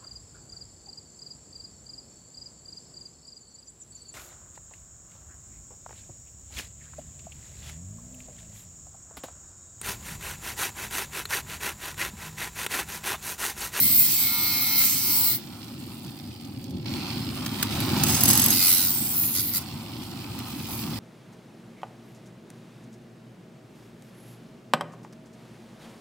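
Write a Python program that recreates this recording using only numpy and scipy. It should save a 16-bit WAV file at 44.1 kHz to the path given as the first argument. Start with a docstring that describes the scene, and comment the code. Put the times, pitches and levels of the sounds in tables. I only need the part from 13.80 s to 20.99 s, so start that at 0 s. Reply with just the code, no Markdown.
"""A harsh, sizzling scrape comes first: an angle grinder's disc bites a steel blade in a vise, outdoors.
Noise shaped by the steel's resonances makes the scrape; grit on the rim repeats part of it each turn.
The disc squeals, lifts, coasts with rattling, clacking gears and is switched on again. It skips and
knocks on the blade, bites again, runs free and grazes the edge. Tones in step with the disc make
squeal and whine; noise makes air, gears, knocks and the low rumble that swells and ebbs beneath."""
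import sys
import numpy as np
from scipy import signal
from scipy.fft import rfft, irfft, next_fast_len
from scipy.io import wavfile
from scipy.ndimage import uniform_filter1d, map_coordinates

SR = 44100
rng = np.random.default_rng(int(sys.argv[2]) if len(sys.argv) > 2 else 0)


def file_out(sig):
    """Save sig as 16-bit WAV at sys.argv[1]."""
    # one column per channel
    cols = np.atleast_2d(sig).T
    # limit, then scale
    lim = np.clip(cols, -1, 1)
    pcm = np.round(lim * 32767).astype(np.int16)
    wavfile.write(sys.argv[1], SR, pcm)


N = 317079

# Disc speed under power, dragged down by the load: time_s, turns_per_s
DRIVEN_SPEED = [(0, 86.4), (.2, 86.9), (.95, 86.15), (1.1, 85.3), (1.33, 87.3), (1.45, 87.6), (1.56, 88.8),
                (1.63, 93.2), (3.6, 95), (4.15, 95), (4.72, 92), (4.9, 89.3), (5.1, 89.6), (5.35, 93),
                (5.6, 91.4), (5.95, 94.3), (7.19, 95)]
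FREE_SPEED_HZ = 95  # disc turns a second without load
OFF_S, ON_S = 1.72, 3.058  # the switch
# air drag halves the speed in the first time; the other two are fade times of speed gap and strain
COAST_HALF_S, SPIN_UP_S, STRAIN_S = .71, .115, 0.18

# The two firm strokes, levels before the 1 dB cut on both strokes: time_s, sizzle_db, bite_db
FIRST_STROKE = [(0.0, -20.5, -37.5), (0.08, -22.5, -34.5), (0.212, -18.5, -34.5), (0.28, -22.5, -33.5),
                (0.418, -23.5, -33), (0.516, -26.5, -33), (0.948, -26, -30.5), (0.984, -20.5, -30),
                (1.206, -25.5, -34.5), (1.478, -20, -35.5), (1.554, -25.5, -39.5), (1.6, -49, -60)]
SECOND_STROKE = [(4.725, -26, -29.5), (4.8, -25, -28), (4.882, -21, -27.5), (5.01, -26, -29.5),
                 (5.14, -31, -41.5), (5.36, -30, -42), (5.43, -26, -41), (5.52, -29, -45.5),
                 (5.64, -32, -43.5), (5.72, -36, -49), (5.82, -45, -49)]
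# Dabs on the edge as the disc lifts away, before the same cut: start_s, end_s, sizzle_db, bite_db
DABS = [(5.56, 5.6, -31, -34), (5.752, 5.774, -27.5, -34)]
DAB_ATTACK_S, DAB_RELEASE_S = 0.031, 0.025
# Broad colour of each stroke's scrape: pitch_hz, level_db
FIRST_TONE = [(350, -66), (600, -39), (930, -19), (1110, -25), (1280, -16), (1600, -26), (2250, -14.5),
              (2830, -18), (4520, -8.5), (5800, -12), (7020, -16), (8050, -10.5), (9760, -11.5),
              (11200, -6.5), (15100, 0), (16000, -3.5)]
SECOND_TONE = [(710, -27), (1200, -19.5), (1380, -11.5), (1700, -19.5), (2110, -15.5), (3660, -11),
               (4000, -6), (6030, -8.5), (6950, -12.5), (7410, -11.5), (10400, -6), (11400, -1),
               (14000, -5), (14800, 2), (16000, -10)]
# Resonances of blade and disc in each stroke: pitch_hz, width_hz, lift_db
FIRST_MODES = [(960, 120, -1), (2140, 210, 6), (3090, 64, 6.5), (4280, 110, 5.5), (7990, 450, 6),
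               (11460, 240, 7.5), (12750, 680, 1), (15200, 250, 5.5), (15900, 200, 6)]
SECOND_MODES = [(2020, 170, 6.2), (4080, 100, 4.3), (4830, 180, 7.3), (6770, 250, 4.7), (8300, 500, 4.1),
                (11200, 450, 4.8), (15000, 300, 6.9)]
# Resonances that slide as the contact moves: start_s, end_s, from_hz, to_hz, width_hz, lift_db
STEEL_SLIDES = [(.05, .42, 15000, 15100, 690, 4), (.4, 1.0, 13000, 12700, 1200, 3),
                (1.034, 1.255, 6400, 6500, 700, 6), (5.09, 5.37, 8400, 7900, 600, 12),
                (5.22, 5.42, 15200, 15200, 500, 2), (5.376, 5.557, 11600, 12200, 600, 4),
                (5.4, 5.54, 15000, 14200, 500, -1), (5.56, 5.73, 4560, 4000, 400, 7),
                (5.58, 5.71, 10900, 10600, 500, 7), (5.62, 5.753, 14700, 12600, 700, 13)]
EDGE_DB, EDGE_DAMPED_DB = -6, -6.5  # middle band: offset from mean of bite and sizzle; change in full squeal
FIRM_BITE_DB = -36
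STEADY_SHARE, SQUEAL_SHARE = 0.38, 0.14  # part repeating each turn in a firm bite; extra in a full squeal

# Machine loudness as it swells and ebbs: time_s, level_db
MACHINE_SWELL = [(0, -43.5), (1.8, -40), (2.9, -37), (3.5, -34.5), (4.2, -24.5), (4.55, -26), (4.9, -34.5),
                 (5.9, -38), (6.6, -36.5), (7.19, -34)]
# Noises of the machine, one row each: level_db relative to its swell, power of speed, strain_db extra
AIR_LAW = (-12, 1.2, 9.7)
GEAR_LAW = (-9.5, 0.93, 11.2)
HISS_LAW = (-14, 1.82, 3.2)
WHINE_LAW = (-28, 4, 0)
# Colours of cooling air, gears and hiss: pitch_hz, level_db
AIR_TONE = [(250, -28), (430, -24), (464, -11), (550, -9.5), (601, -9), (817, 1.5), (887, 0), (1000, -1),
            (1330, -2.5), (1760, -13.5), (2200, -15), (2860, -44), (4840, -120)]
GEAR_TONE = [(1000, -36), (1700, -12.5), (2480, -4), (2980, -4.5), (4060, -4.5), (4390, -3), (4720, -4.5),
             (5140, -4), (5550, -9), (6110, -15), (6500, -13.5), (8450, -31), (14300, -120)]
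HISS_TONE = [(3240, -33), (5500, -18), (7130, -5), (8410, -1), (10700, -7), (11900, -3), (13900, -5),
             (15100, 1.5), (16000, -10)]
# Resonances of the machine's noise that slide in pitch at set times:
# start_s, end_s, from_hz, to_hz, width_hz, lift_db
MACHINE_SLIDES = [(1.948, 3.0, 4250, 4870, 450, 4.5), (2.0, 3.112, 736, 765, 150, 6.6),
                  (2.8, 3.49, 4440, 4400, 400, 7.3), (3.037, 3.345, 2100, 2500, 350, 5.1)]

# Slow swell of the rumble: time_s, level_db
RUMBLE_SWELL = [(0, -38), (.3, -41), (1.8, -40.5), (2.6, -40), (3.0, -33), (3.85, -32), (4.1, -25),
                (4.4, -26.5), (4.7, -28), (4.8, -37.5), (5.9, -37.5), (6.7, -36.5), (7.19, -33)]
# Colour of the rumble: pitch_hz, level_db
RUMBLE_TONE = [(13, -58), (22, -27), (59, -18), (83, -4.5), (114, 1.5), (183, -4.5), (231, 1), (365, -9),
               (437, -25.5), (508, -25), (552, -19.5), (600, -26.5), (780, -41), (1320, -120)]

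# Times when disc and blade lock together: start_s, end_s, squeal_db, hum_db
SQUEALS = [(.53, 0.954, -34.5, -45), (1.305, 1.486, -50, -46.5)]
# Tones of the squeal and of the hum below it: multiple of disc speed, level_db
SQUEAL_LINES = [(23, -13), (25, -.3), (28, -13), (30, -8), (45, -10), (48, 2), (49, -9), (53, -7), (54, -4),
                (56, -10)]
HUM_LINES = [(8, -11), (9, -9), (10, -5), (11, 1), (14, -4), (16, -3), (17, -7)]
SQUEAL_ATTACK_S, SQUEAL_RELEASE_S = 0.16, 0.11

# Brief rough grabs and loose, chattering touches:
# start_s, end_s, scrape_db, blade_ring_db, rim_zing_db, body_db
GRAZES = [(1.01, 1.034, -48, -52, -39, -38.5), (4.006, 4.215, -53, -53, -52, -46),
          (4.269, 4.422, -29.5, -46, -30, -36), (4.45, 4.72, -31, -36, -37, -37),
          (6.68, 7.12, -54, -58, -48, -59), (6.896, 7.01, -54, -46, -44, -58)]
GRAZE_ATTACK_S, GRAZE_RELEASE_S = 0.032, 0.061
# Knocks of disc on blade: time_s, scrape_db, then relative to it blade_ring_db, body_db
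KNOCKS = [(3.6628, -33, -14, 6), (3.828, -23.5, -6, -0.5), (4.0043, -39.5, 11, -1),
          (4.2363, -17.5, -17, -12), (4.298, -33, -8, 1), (4.4079, -26, -3, -18), (4.4358, -26, 11, -19),
          (4.4563, -24, 1, -23), (4.4817, -27, 3, -21), (4.5024, -22, -4, -8), (6.5894, -39.5, -9, -2)]
KNOCK_ZING_DB = 4  # rim zing in every knock, relative to its scrape
BOUNCE_FROM_S, BOUNCE_TO_S = 4.489, 4.715
# scrape, then ring and body relative to it, and the random spread of scrape and ring
BOUNCE_DB, BOUNCE_RING_DB, BOUNCE_BODY_DB, BOUNCE_SCATTER_DB = -22.5, 4.5, -17, 1.5
# Colours of grazing scrape, blade ring, rim zing and knock body: pitch_hz, level_db
GRAZE_TONE = [(1000, -34), (4500, -4.5), (6200, -3.5), (7100, -12), (8300, -2), (9500, -6.5), (11000, -6.5),
              (12600, -11), (14000, -3), (15800, -14.5)]
RING_TONE = [(9500, -55), (10900, -33), (11230, 10), (11650, 0), (12100, -9), (14000, -50)]
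ZING_TONE = [(11000, -21), (13500, -11), (14050, -7), (14300, -4), (14600, -8), (15040, 3), (15350, -10),
             (15800, -7.5)]
KNOCK_TONE = [(400, -18), (900, -2.5), (2200, -3), (5000, -3.5), (7000, -21)]
# Resonances in the scrape of grazes and knocks: pitch_hz, width_hz, lift_db
GRAZE_MODES = [(5080, 150, 11), (6020, 82, 8), (6510, 110, 17), (7820, 370, 14), (10430, 250, 16),
               (14200, 200, 4.5), (15030, 330, 13)]

# Slack gears clack and take up the drive: time_s, peak_db
CLACKS = [(1.7254, -42), (1.8444, -35), (1.8813, -34), (2.1704, -42), (2.2174, -42), (2.247, -31.5),
          (2.2636, -35), (2.39, -36), (2.6499, -34), (2.8418, -33.5), (2.908, -34.5), (3.057, -37),
          (6.2344, -29), (6.312, -33)]
# Colour of the clacks: pitch_hz, level_db
CLACK_TONE = [(500, -12), (900, -11), (1700, -14), (4400, 5.5), (7000, -0.5), (10500, -9), (13000, 0),
              (16000, -11)]

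# Likeness of left and right: pitch_hz, likeness (1 is the same, negative is opposed)
STEEL_ALIKE = [(700, 1), (2200, 1), (4500, 0.17), (8000, 0.55), (15000, 0.25)]
MACHINE_ALIKE = [(60, 0.94), (130, 0.97), (290, -0.85), (640, 0.92), (1410, 0.79), (3100, -0.16),
                 (6820, 0.68), (15000, 0.38)]
RUMBLE_ALIKE = [(30, .88), (70, 0.98), (150, 1), (400, 0.87)]
# Level of left over right; the first serves steel and rumble: pitch_hz, difference_db
STEEL_TILT = [(100, 0.5), (700, -0.8), (2400, 0.5), (4400, -3.5), (8100, -7), (11300, -2), (15000, 2)]
MACHINE_TILT = [(60, 1.5), (150, 1.0), (380, 0.5), (950, 0.5), (2380, 0.5), (5980, -7.5), (15000, 0.5)]
# How far left leads right; the second serves machine and rumble: pitch_hz, lead_radians
STEEL_LEAD = [(100, 0), (900, -.25), (2600, -.5), (4400, .9), (7000, 3), (8400, 4.5), (11700, 5),
              (14000, 4.5), (15200, 7.5)]
MACHINE_LEAD = [(100, 0.098), (600, 0.59), (2000, -.3), (4400, -0.58), (8000, -1.7)]
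CEILING, TOP_HZ = .95, 15850  # peak limit before the treble cut; highest pitch kept


def amp(db):
    """Turn decibels into gain."""
    return 10 ** (np.asarray(db) / 20)


def unit(x):
    """Scale to an rms (average strength) of 1."""
    return x / np.sqrt(np.mean(x ** 2) + 1e-20)


def along(points, hz):
    """Join (pitch, value) points on a logarithmic pitch axis."""
    pitch, value = np.transpose(points)
    return np.interp(np.log(hz + 1), np.log(pitch + 1), value)


def curves(rows):
    """Give one value per sample for each column after the time."""
    times, *columns = np.transpose(rows)
    return [np.interp(np.arange(N) / SR, times, column) for column in columns]


def held(start, end, attack, release):
    """A gain that rises to 1 by the start, holds and falls after the end."""
    t = np.arange(N) / SR
    return np.clip(1 + np.minimum((t - start) / attack, (end - t) / release), 0, 1)


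def during(rows):
    """1 within the times of a table, fading quickly outside."""
    return held(rows[0][0], rows[-1][0], attack=.015, release=.015)


def wobble(rate):
    """A smooth random curve with the given number of knots a second."""
    knots = rng.standard_normal(int(N * rate / SR) + 4)
    at = np.arange(0, len(knots) - 1, .125)
    smooth = map_coordinates(knots, [at])
    return np.interp(np.arange(N) * rate / SR, at, smooth)


def noise():
    """Two unrelated white noises: direct and scattered sound."""
    return rng.standard_normal((2, N))


def filtered(x, response):
    """Multiply the spectrum of x by a response of frequency."""
    size = next_fast_len(N + 8192, True)
    hz = np.fft.rfftfreq(size, 1 / SR)
    return irfft(rfft(x, size) * response(hz), size)[..., :N]


def coloured(x, tone, modes=()):
    """Shape x by a broad spectrum with resonant lifts; white noise keeps its power."""
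    def response(hz):
        lifts = sum(db / (1 + (2 * (hz - centre) / width) ** 2) for centre, width, db in modes)
        return unit(amp(along(tone, hz) + lifts))
    return filtered(x, response)


def once_a_turn(turns, depth_db):
    """A gain of rms 1 with a sharp peak each turn, or a dip if the depth is negative."""
    return unit(amp(depth_db * np.cos(np.pi * turns) ** 4))


def shifting(x, slides, patchy_db):
    """Let some resonances slide in pitch while others come and go at random."""
    hz, t, spectrum = signal.stft(x, SR, nperseg=512)
    patches = rng.standard_normal(spectrum.shape[1:])
    patches = uniform_filter1d(patches, size=2, axis=0)  # neighbouring pitches
    patches = uniform_filter1d(patches, size=26, axis=1)  # neighbouring times
    db = patchy_db * unit(patches)
    for start, end, from_hz, to_hz, width, lift in slides:
        progress = np.clip((t - start) / (end - start), 0, 1)
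        centre = from_hz + (to_hz - from_hz) * progress
        offset = (hz[:, None] - centre) / width
        rise_and_fall = np.sqrt(np.abs(np.sin(np.pi * progress)))
        db += lift * rise_and_fall / (1 + (2 * offset) ** 2)
    return signal.istft(spectrum * amp(db), SR, nperseg=512)[1][:, :N]


def ports(pair, alike, tilt, lead):
    """Mix direct and scattered sound into left and right, keeping the level of their sum."""
    def mixing(hz):
        likeness = np.clip(along(alike, hz), -.9, .995)
        left = amp(along(tilt, hz) / 2) * np.exp(.5j * along(lead, hz))
        direct = np.sqrt((1 + likeness) / 2)
        scattered = np.sqrt((1 - likeness) / 2)
        paths = np.array([[left * direct, left * scattered], [direct / left, -scattered / left]])
        return paths / np.linalg.norm(paths.mean(axis=0), axis=0)
    return filtered(pair, mixing).sum(axis=1)


def motor():
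    """Disc speed and motor strain: off, it coasts against air drag; on, it strains back up."""
    t = np.arange(N) / SR
    coasting = 1 / (1 + np.clip(t - OFF_S, 0, ON_S - OFF_S) / COAST_HALF_S)
    since_on = np.maximum(t - ON_S, 0)
    speed_gap = (1 - coasting) * np.exp(-since_on / SPIN_UP_S)
    speed = curves(DRIVEN_SPEED)[0] * (1 - speed_gap)
    strain = (t >= ON_S) * np.exp(-since_on / STRAIN_S)
    return speed, strain


def grit(turns, count=180, size=8192):
    """The rough rim of the disc, whose same bumps pass again with every turn."""
    lines = np.exp(2j * np.pi * rng.random((2, count)))
    rims = irfft(np.pad(lines, ((0, 0), (1, 0))), size)
    around = np.arange(size) / size
    return unit(np.array([np.interp(turns % 1, around, rim) for rim in rims]))


def pressure(rows):
    """Levels of sizzle and bite along a stroke, with the power of the dabs added."""
    power = amp(curves(rows)) ** 2
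    for start, end, *levels_db in DABS:
        dab = amp(levels_db)[:, None] * held(start, end, DAB_ATTACK_S, DAB_RELEASE_S)
        power = power + dab ** 2
    return 10 * np.log10(power)


def squealing():
    """Strengths of squeal and hum: they build, hold and let go together."""
    return sum(amp([[squeal_db], [hum_db]]) * held(start, end, SQUEAL_ATTACK_S, SQUEAL_RELEASE_S)
               for start, end, squeal_db, hum_db in SQUEALS)


def stroke(turns, rows, tone, modes, throb_db, spark_db, tremor_db):
    """The pressed disc scrapes its grit through the steel's resonances; breaking grains sizzle."""
    sizzle_db, bite_db = pressure(rows)
    squeal_gain = squealing()[0]
    locked = squeal_gain / squeal_gain.max()
    edge_db = (sizzle_db + bite_db) / 2 + EDGE_DB + EDGE_DAMPED_DB * locked
    firmness = np.minimum(amp(bite_db - FIRM_BITE_DB), 1)
    steady = np.clip(STEADY_SHARE * firmness + SQUEAL_SHARE * locked, 0, 1)
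    scrape = np.sqrt(steady) * grit(turns) + np.sqrt(1 - steady) * noise()
    # the disc runs slightly out of true and bears hardest once a turn
    throb = once_a_turn(turns, throb_db * np.sqrt(steady))
    throb /= np.sqrt(uniform_filter1d(throb ** 2, size=2000))  # keep only the quick throb
    body = coloured(scrape * throb ** 1.05, tone, modes)
    sparks = throb * amp(spark_db * wobble(1800) + 0.66 * wobble(70))
    fine = coloured((scrape + 0.57 * noise()) * sparks, tone, modes)

    def below(hz, corner):
        """Keep the pitches below a steep corner."""
        return 1 / (1 + (hz / corner) ** 16)
    bite = unit(filtered(body, lambda hz: below(hz, 6540)))
    edge = unit(filtered(fine, lambda hz: (1 - below(hz, 6550)) * below(hz, 10130)))
    sizzle = unit(filtered(fine, lambda hz: (1 - below(hz, 9960)) ** 2))
    # a squeal draws its power from the bite
    spare = np.sqrt(np.clip(1 - (squeal_gain / amp(bite_db)) ** 2, .45, 1))
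    hand = during(rows) * amp(tremor_db * wobble(22))
    return hand * (spare * amp(bite_db) * bite + amp(edge_db) * edge + amp(sizzle_db) * sizzle)


def machine(turns, speed, strain):
    """Air, gears, hiss and whine grow with speed; the hiss clatters most when gears are slow and slack."""
    swell_db = curves(MACHINE_SWELL)[0]
    speed_db = 20 * np.log10(speed / FREE_SPEED_HZ)

    def level_db(db, power, strain_db):
        """Level of one noise from swell, speed and strain."""
        return swell_db + db + power * speed_db + strain_db * strain
    slack = np.clip((FREE_SPEED_HZ - speed) / 35, 0, 1)
    shake_db = 0.7 * wobble(28)
    turn_beat = once_a_turn(turns, depth_db=-2.5)
    half_turn_beat = once_a_turn(2 * turns, depth_db=4)
    rattle = turn_beat * half_turn_beat * amp(2.45 * wobble(250))
    swing_db = 1.2 * np.cos(2 * np.pi * turns) + 2 * np.cos(4 * np.pi * turns)
    clatter = amp(slack * (1.9 * wobble(60) + swing_db + 6.5))
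    air = amp(level_db(*AIR_LAW) + 1.3 * wobble(40)) * coloured(noise(), AIR_TONE, [(734, 230, 2.7)])
    gears = amp(level_db(*GEAR_LAW) + shake_db) * unit(rattle) * coloured(noise(), GEAR_TONE)
    hiss_gain = amp(level_db(*HISS_LAW) + shake_db + 1.55 * wobble(300))
    hiss = hiss_gain * clatter * coloured(noise(), HISS_TONE)
    slots = 72 * turns  # 24 armature slots, geared down 3 to 1
    whine_gain = amp(level_db(*WHINE_LAW) + 1.8 * wobble(35))
    whine = whine_gain * np.sin(2 * np.pi * slots + .4 * wobble(50))
    return air + gears + hiss + whine


def rumble():
    """Dull low noise whose level swells and ebbs restlessly."""
    level_db = curves(RUMBLE_SWELL)[0] + 1.5 * wobble(18)
    return amp(level_db) * coloured(noise(), RUMBLE_TONE)


def partials(turns, lines, waver_db, waver_rad, drift_rad):
    """Tones in step with the turning, together of rms 1; each wavers and drifts a little."""
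    total = np.zeros(N)
    for order, db in lines:
        gain = amp(db + waver_db * wobble(13.9))
        start = rng.random()
        drift = waver_rad * wobble(34.35) + drift_rad * wobble(4.7)
        total += gain * np.sin(2 * np.pi * (order * turns + start) + drift)
    return unit(total)


def squeal(turns):
    """Blade and disc vibrate in step with the turning: a squeal over a lower hum."""
    squeal_gain, hum_gain = squealing()
    high = squeal_gain * partials(turns, SQUEAL_LINES, waver_db=0.5, waver_rad=0.55, drift_rad=0.81)
    low = hum_gain * partials(turns, HUM_LINES, waver_db=3.0, waver_rad=0.49, drift_rad=0.54)
    return (high + low) * np.array([[1], [0]])  # direct sound only


def bounces(turns):
    """The bouncing disc knocks once in every second turn; rows are like those of KNOCKS."""
    t = np.arange(N) / SR
    first, last = np.interp([BOUNCE_FROM_S, BOUNCE_TO_S], t, turns)
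    times = np.interp(np.arange(first, last, 2), turns, t)
    scatter = BOUNCE_SCATTER_DB * rng.standard_normal((len(times), 2))
    return [(s, BOUNCE_DB + scrape_db, BOUNCE_RING_DB + ring_db, BOUNCE_BODY_DB)
            for s, (scrape_db, ring_db) in zip(times, scatter)]


def skipping(turns, rise=0.00097, decay=0.0034):
    """The disc grabs or chatters, strongest every second turn, and knocks so that the blade rings."""
    scrape, ring, zing, body = np.zeros((4, N))
    chatter = once_a_turn(turns / 2, depth_db=4.5) * once_a_turn(turns, depth_db=-1.5)
    chatter = chatter * amp(1.5 * wobble(90))
    for start, end, scrape_db, ring_db, zing_db, body_db in GRAZES:
        touch = held(start, end, GRAZE_ATTACK_S, GRAZE_RELEASE_S) ** 2 * chatter
        scrape += touch * amp(scrape_db)
        ring += touch * amp(ring_db)
        zing += touch * amp(zing_db)
        body += touch * amp(body_db)
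    t = np.arange(SR // 20) / SR
    contact = (1 - np.exp(-t / rise)) * np.exp(-t / decay)
    contact /= contact.max()
    for s, db, ring_db, body_db in list(KNOCKS) + bounces(turns):
        start = round((s - rise) * SR)
        at = slice(start, start + len(t))
        scrape[at] += amp(db) * contact
        ring[at] += amp(db + ring_db) * contact
        zing[at] += amp(db + KNOCK_ZING_DB) * contact
        body[at] += amp(db + body_db) * contact
    grains = unit(amp(2.2 * wobble(2000)))
    scrape_sound = coloured(scrape * grains * noise(), GRAZE_TONE, GRAZE_MODES)
    ring_sound = coloured(ring * noise(), RING_TONE)
    zing_sound = coloured(zing * grains * noise(), ZING_TONE)
    body_sound = coloured(body * noise(), KNOCK_TONE)
    return scrape_sound + ring_sound + zing_sound + body_sound


def clacks(decay=0.0034):
    """Short dry knocks of the gear teeth: bursts of noise that die away at once."""
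    blows = np.zeros(N)
    t = np.arange(SR // 30) / SR
    for s, peak_db in CLACKS:
        gain = amp(peak_db - 8.5)  # noise peaks rise above its average
        blows[round(s * SR):][:len(t)] += gain * np.exp(-t / decay)
    return coloured(blows * noise(), CLACK_TONE)


def scene():
    """The turning disc drives the machine and the contacts with the blade, over the rumble."""
    speed, strain = motor()
    turns = np.cumsum(speed) / SR
    first = stroke(turns, FIRST_STROKE, FIRST_TONE, FIRST_MODES, throb_db=3, spark_db=2.0, tremor_db=.5)
    second = stroke(turns, SECOND_STROKE, SECOND_TONE, SECOND_MODES, throb_db=8, spark_db=1.5, tremor_db=.5)
    strokes = amp(-1) * shifting(first + second, STEEL_SLIDES, patchy_db=3.5)
    running = amp(-0.6) * shifting(machine(turns, speed, strain), MACHINE_SLIDES, patchy_db=1.9)
    steel = strokes + squeal(turns) + skipping(turns)
    tool = running + clacks()
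    return (ports(steel, STEEL_ALIKE, STEEL_TILT, STEEL_LEAD)
            + ports(tool, MACHINE_ALIKE, MACHINE_TILT, MACHINE_LEAD)
            + ports(rumble(), RUMBLE_ALIKE, STEEL_TILT, MACHINE_LEAD))


def record(dry):
    """Round off the highest peaks, then keep nothing above the top pitch."""
    rounded = dry / (1 + (dry / CEILING) ** 6) ** (1 / 6)
    return filtered(rounded, lambda hz: hz < TOP_HZ)


dry = scene()
out = record(dry)
file_out(out)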